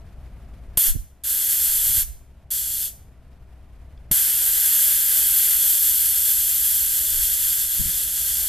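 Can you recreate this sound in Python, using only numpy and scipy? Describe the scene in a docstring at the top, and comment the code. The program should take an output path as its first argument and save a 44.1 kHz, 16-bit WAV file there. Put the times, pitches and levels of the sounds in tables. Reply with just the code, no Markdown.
"""Air hisses out of a bicycle tyre's valve: three short presses by hand, then a long one.
The jet rushes between the fingers, weakens as the tyre empties, and now and then buffets the
microphone. The valve pops as it snaps open, and fingertips tick on its stem. Behind it are the
echo of a tiled room, a humming machine, a deep drone and faint whines. The camera's automatic
volume control turns everything down at each loud burst, then slowly back up."""
import sys
import numpy as np
from scipy import signal
from scipy.fft import rfft, irfft
from scipy.io import wavfile

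SR = 44100
rng = np.random.default_rng(int(sys.argv[2]) if len(sys.argv) > 2 else 0)


def persist_wave(psi):
    """Save psi, clipped to +-1, as 16-bit WAV."""
    counts = np.round(np.clip(psi, -1, 1) * 32767).astype(np.int16)
    wavfile.write(sys.argv[1], SR, np.atleast_2d(counts).T)


N = 373968
TIME = np.arange(N) / SR
FREQS = np.fft.rfftfreq(N, 1 / SR)


# the overall tone of the hiss (frequency [Hz], level [dB])
HISS_TONE = [(100, -25.5), (400, -25.5), (1050, -23.5), (2400, -16.5), (4000, -13.5), (6000, -9.5),
             (9000, -3.5), (12000, 0.5), (14200, 0.14)]
# pitches boosted by the hollows of the valve, cupped hand and microphone openings
# (frequency [Hz], width [Hz], left boost [dB], right boost [dB])
HOLLOWS = [(1600, 360, 9.1, 9.0), (1980, 200, 4.3, 4.4), (2990, 500, 5.8, 5.8), (3410, 450, 9.4, 9.4),
           (4250, 270, 5.8, 5.8), (4740, 320, 5.0, 5.1), (5630, 110, 2.7, 0.5), (6300, 240, 4.7, 2.0),
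           (7040, 220, 3.0, 3.6), (7510, 430, 6.4, 5.6), (7950, 160, 3.3, 3.4), (8530, 430, 3.9, 2.4),
           (9420, 260, -1.0, 2.9), (9800, 300, 4.1, 2.2), (10300, 390, 2.3, 2.2), (11130, 650, 2.4, 5.8),
           (11690, 600, 4.9, 6.2), (12300, 420, 4.8, 1.1), (13090, 540, 4.7, 5.6), (13550, 540, 4.9, -2.7)]

def air_jet(level_db=0.5, flutter_db=0.76, sputter_db=0.5, roar_hz=3000, fizz_hz=9500):
    """Swirling air hisses, brighter the faster it flows. Gives the close sound and the room's share."""
    flow, roar_db = valve_flow()
    boost_db = sum(np.array([[left], [right]]) / 2 ** ((2 * (FREQS - hz) / width) ** 2)
                   for hz, width, left, right in HOLLOWS)
    near = stereo_noise(gain_of(curve_at(HISS_TONE, FREQS) + boost_db), likeness=0.93)
    far = normalised(filtered(near, gain_of(-0.59 * boost_db)))  # over all directions the boosts even out
    hiss = np.array([near, far])
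    roar = filtered(hiss, 1 / (1 + (FREQS / roar_hz) ** 8))
    fizz = filtered(hiss, 1 - 1 / (1 + (FREQS / fizz_hz) ** 8))
    middle = hiss - roar - fizz
    brightness = np.maximum(flow / gain_of(-11), 0.2) ** 0.25
    lower = (middle + roar * gain_of(roar_db)) / brightness
    upper = fizz * brightness ** 0.5 * gain_of(-0.17 * roar_db)  # air roaring on the fingers loses fizz
    flicker_db = flutter_db * wander(11) + sputter_db * wander(250)
    return (lower + upper) * flow * gain_of(level_db + flicker_db)


# presses on the valve; the second row is already shut when it starts, so it adds no burst
# (start [s], opening time [s], let go at [s], closing time [s], level [dB], dip [dB], roar [dB])
VALVE_PRESSES = [(.772, 0.0076, 0.83, 0.096, -8, -2, 0), (.955, 0.018, 0.85, .04, -47, 0, 3),
                 (1.236, 0.087, 1.9874, .06, -10.5, 2, -1), (2.504, 0.013, 2.803, 0.11, -18.5, 0, -4.5),
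                 (4.1127, 0.0042, 11, .06, -8.5, 2, 0.77)]

def valve_flow(surge_db=3.5, surge_s=0.04, dip_at_s=0.2, firm_for_s=2.66, sag_db_per_s=4):
    """Each press lets air out and the tyre goes soft. Gives the flow and the roar on the fingers."""
    flow, roar_db, open_s = np.zeros((3, N))
    for start, opening, let_go, closing, db, dip_db, press_roar_db in VALVE_PRESSES:
        age = np.maximum(TIME - start, 0)
        crack = np.minimum(age / 0.0015, 1)  # the valve jumps part-way open at once
        gap = crack * np.minimum(0.19 + age / opening, 1)
        surge = np.exp(-age / surge_s)  # the air just behind it rushes out first
        dip = (age / dip_at_s * np.exp(1 - age / dip_at_s)) ** 2  # the finger gives, then presses again
        shut_db = 20 * np.clip((TIME - let_go) / closing, 0, 2) ** 3.2  # once let go, it shuts ever faster
        flow += gap * gain_of(db + surge_db * surge - dip_db * dip - shut_db)
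        roar_db = np.where(age > 0, press_roar_db, roar_db)
        open_s += np.minimum(age, let_go - start)
    sag_db = sag_db_per_s * np.maximum(open_s - firm_for_s, 0)
    shift_db = -2.5 * np.clip((TIME - 5.56) / 0.097, 0, 1)  # the fingers move out of the jet
    return flow * gain_of(-sag_db), roar_db + shift_db


# kicks of air from the valve (time [s], kick level [dB], kick length [s], pop level [dB])
VALVE_KICKS = [(0.7734, -16, 0.0058, -23.5), (4.111, -15.5, 0.0033, -26.5)]

def valve_kicks(pop_hz=800, pop_decay_s=0.0065):
    """The valve snaps open: the air pressure swings once and rebounds, with a short rough pop."""
    out = np.zeros((2, N))
    pop = stereo_noise(FREQS / (FREQS + 200) / (1 + (FREQS / pop_hz) ** 2), likeness=0.82)
    for start, db, length, pop_db in VALVE_KICKS:
        age = np.maximum(TIME - start, 0)
        out -= gain_of(db) * np.sin(np.pi * age / length) * np.exp(-(age / length) ** 2 / 1.5)
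        out += gain_of(pop_db) * pop * np.minimum(age / 0.0018, 1) * np.exp(-age / pop_decay_s)
    return out


# puffs of air (middle [s], level [dB], half length [s], treble cut-off [Hz], left minus right [dB])
AIR_PUFFS = [(0.779, -35, .009, 170, -7), (0.91, -8, 0.022, 30, -3), (0.96, -16.5, .012, 140, -8),
             (1, -21, .039, 55, -3), (1.78, -32, 0.11, 49.4, -3.5), (1.9, -30.5, 0.032, 120, 1),
             (1.98, -27.5, 0.029, 100, 1), (2.06, -27.5, 0.11, 45.3, -3), (4.122, -21.5, .007, 120, 3),
             (7.19, -28, .08, 49, 2), (7.805, -20.5, 0.015, 121, 18), (7.865, -27.5, .03, 131, 6)]

def air_puffs(steepness=3.2):
    """Escaping air buffets the microphone in short, low rumbles, partly different on each side."""
    out = np.zeros((2, N))
    swirl = stereo_noise(FREQS / (FREQS + 15), likeness=0.23)
    hz = np.fft.rfftfreq(SR, 1 / SR)
    for middle, db, length, cutoff_hz, pan_db in AIR_PUFFS:
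        span = slice(round(middle * SR) - SR // 2, round(middle * SR) + SR // 2)
        swell = np.exp(-((TIME[span] - middle) / length) ** 2)
        rumble = irfft(rfft(swirl[:, span]) / (1 + (hz / cutoff_hz) ** steepness))
        puff = normalised(swell * rumble) * np.sqrt(np.mean(swell ** 2))
        out[:, span] += gain_of([[db + pan_db / 2], [db - pan_db / 2]]) * puff
    return out


# fingertips touch the valve stem (time [s], level [dB])
FINGER_TICKS = [(.09, -58), (.258, -56), (.448, -60), (.538, -60), (3.33, -54.5), (3.976, -46.5)]
# the notes the stem rings with (frequency [Hz], level [dB], time to fade by 60 dB [s])
STEM_NOTES = [(1800, -1.5, .006), (2430, -8.5, 0.005), (3450, 3.5, .016), (4840, 4, 0.0064)]

def finger_ticks(scrape_s=0.0028):
    """Tiny scrapes of a fingertip make the valve stem ring briefly."""
    t = np.arange(SR // 10) / SR
    ring = sum(gain_of(db - 60 * t / fade_s) * np.sin(2 * np.pi * hz * t) for hz, db, fade_s in STEM_NOTES)
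    out = np.zeros(N)
    for start, db in FINGER_TICKS:
        scrape = rng.standard_normal(len(t)) * np.exp(-t / scrape_s)
        tick = signal.fftconvolve(scrape, ring)
        out[round(start * SR):][:len(tick)] += gain_of(db) * tick / abs(tick).max()
    return out


# how long the tiled room echoes (frequency [Hz], time to fade by 60 dB [s])
ECHO_TIMES = [(300, 0.36), (1500, 0.61), (4000, .49), (10000, 0.37), (14000, 0.34)]
# how much the gap between left and right is widened or narrowed (frequency [Hz], boost [dB])
STEREO_WIDTH = [(100, -3.5), (900, -36.5), (2500, -52), (4700, -51.5), (5800, 5.5), (8000, -0.5),
                (11000, 6), (14000, 2)]

def room_echo(near, far, early_db=-17, tail_db=-12):
    """Sound bounces quickly off the floor and wheel rim, then dies away around the room."""
    hz, t, spectrum = signal.stft(rng.standard_normal((2, SR * 2 // 3)), SR, nperseg=256)
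    fade = gain_of(-60 * t / curve_at(ECHO_TIMES, hz)[:, None])
    tail = signal.istft(spectrum * fade, SR, nperseg=256)[1]
    delay = np.arange(tail.shape[1]) / SR
    tail *= np.clip(delay / 0.01, 0, 1)
    early = rng.standard_normal(len(delay)) * (delay > 0.003) * np.exp(-delay / 0.0069)
    echo = gain_of(tail_db) * tail / np.linalg.norm(tail[0])
    echo += gain_of(early_db) * early / np.linalg.norm(early)
    left, right = near + signal.fftconvolve(far, echo, axes=1)[:, :N]
    centre = (left + right) / 2
    side = filtered((left - right) / 2, gain_of(curve_at(STEREO_WIDTH, FREQS)))
    return np.array([centre + side, centre - side])


# the tone of the room's steady noise (frequency [Hz], level [dB])
NOISE_TONE = [(20, 4), (35, 6), (55, 6), (80, 2), (110, -4.5), (200, -10.5), (400, -21), (680, -19),
              (900, -25), (1500, -28.5), (2400, -32), (4000, -38.5), (7000, -43), (14000, -41.5)]
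# how alike that noise is on the two sides (frequency [Hz], likeness [0-1])
NOISE_LIKENESS = [(40, 0.99), (130, 0.99), (300, 0.92), (700, 0.99), (2000, 0.93), (5000, 0.5), (14000, 0)]
# which side it leans to (frequency [Hz], left minus right [dB])
NOISE_PAN = [(30, 2), (120, -1), (300, 2.5), (700, 0)]

def room_noise(level_db=-42, flutter_db=1.5, flutter_above_hz=1200):
    """A steady, soft rumble whose treble flickers."""
    tone_db = curve_at(NOISE_TONE, FREQS) + np.array([[0.5], [-0.5]]) * curve_at(NOISE_PAN, FREQS)
    noise = gain_of(level_db) * stereo_noise(gain_of(tone_db), curve_at(NOISE_LIKENESS, FREQS))
    treble = filtered(noise, FREQS ** 2 / (FREQS ** 2 + flutter_above_hz ** 2))
    return noise + treble * (gain_of(flutter_db * wander(35)) - 1)


# the tones of the humming machine (frequency [Hz], level [dB])
HUM_TONES = [(64.6, -46), (129.2, -56), (387.6, -71), (452.2, -83), (678.3, -71)]

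def machine_hum(waver=0.12):
    """A machine hums with a low note and a few overtones, each wavering slightly."""
    return sum(gain_of(db) * np.sin(2 * np.pi * hz * TIME + waver * wander(8)) for hz, db in HUM_TONES)


def deep_drone(hz=53.3, loud_db=-44.5, rest_db=-51.5, rise_s=0.17, hold_until_s=0.75, fade_s=0.4):
    """A deep tone swells, holds, then sinks to a faint steady level."""
    held = np.exp(-np.maximum(TIME - hold_until_s, 0) / fade_s)
    level = np.minimum(TIME / rise_s, 1) * gain_of(rest_db + (loud_db - rest_db) * held)
    return level * np.sin(2 * np.pi * hz * TIME + 0.29 * wander(6))


# thin whines in the background (frequency [Hz], width [Hz], level [dB])
FAINT_WHINES = [(642, 40, -72), (2470, 120, -84), (9620, 300, -87)]

def whines():
    """Narrow bands of noise that sound like faint steady tones."""
    return sum(gain_of(db) * stereo_noise(1 / (1 + (2 * (FREQS - hz) / width) ** 2), likeness=1)
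               for hz, width, db in FAINT_WHINES)


def gain_of(db):
    """Turns decibels into a number to multiply a sound by."""
    return 10 ** (np.asarray(db) / 20)


def normalised(x):
    """Scales a signal to an average strength (rms) of 1."""
    return x / np.sqrt(np.mean(x ** 2) + 1e-20)


def curve_at(points, hz):
    """Reads between the rows of a table, with frequencies spaced like musical pitch."""
    frequencies, values = np.transpose(points)
    return np.interp(np.log(hz + 1), np.log(frequencies + 1), values)


def filtered(x, gain):
    """Turns each frequency up or down by its own gain."""
    return irfft(rfft(x) * gain, N)


def stereo_noise(gain, likeness):
    """Noise shaped by a gain per frequency; at likeness 1, left and right are the same."""
    real, imaginary = rng.standard_normal((2, 2, len(FREQS)))
    centre, side = real + 1j * imaginary
    centre, side = centre * np.sqrt(1 + likeness), side * np.sqrt(1 - likeness)
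    return normalised(irfft(np.array([centre + side, centre - side]) * gain, N))


def wander(rate_hz):
    """A smooth random wobble, up to about the given rate."""
    return normalised(filtered(rng.standard_normal(N), np.exp(-(FREQS / rate_hz) ** 2)))


def scene():
    """The valve in its room, the air on the microphone and the background."""
    near, far = air_jet() + finger_ticks()
    tyre = room_echo(near, far) + valve_kicks() + air_puffs()
    hum_gain = np.sqrt(2) * gain_of([[1.5], [-1.5]])  # louder on the left
    return tyre + room_noise() + hum_gain * (machine_hum() + deep_drone()) + whines()


def record(dry, threshold_db=-22, squeeze=0.55, recovery_db_per_s=2, cutoff_hz=14220):
    """The volume control drops at once on loud sounds and creeps back; the highest treble is cut off."""
    power = signal.lfilter([1], [1, -np.exp(-1 / (0.0039 * SR))], (dry ** 2).mean(0)) / (0.0065 * SR)
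    needed_db = np.maximum(10 * np.log10(power + 1e-12) - threshold_db, 0) * squeeze
    recovery_db = recovery_db_per_s * TIME
    drop_db = np.maximum.accumulate(needed_db + recovery_db) - recovery_db
    low_pass = signal.firwin(801, cutoff_hz, window=("kaiser", 8), fs=SR)
    return signal.oaconvolve(dry * gain_of(-drop_db), low_pass[None], "same", axes=1)


dry = scene()
out = record(dry)
persist_wave(out)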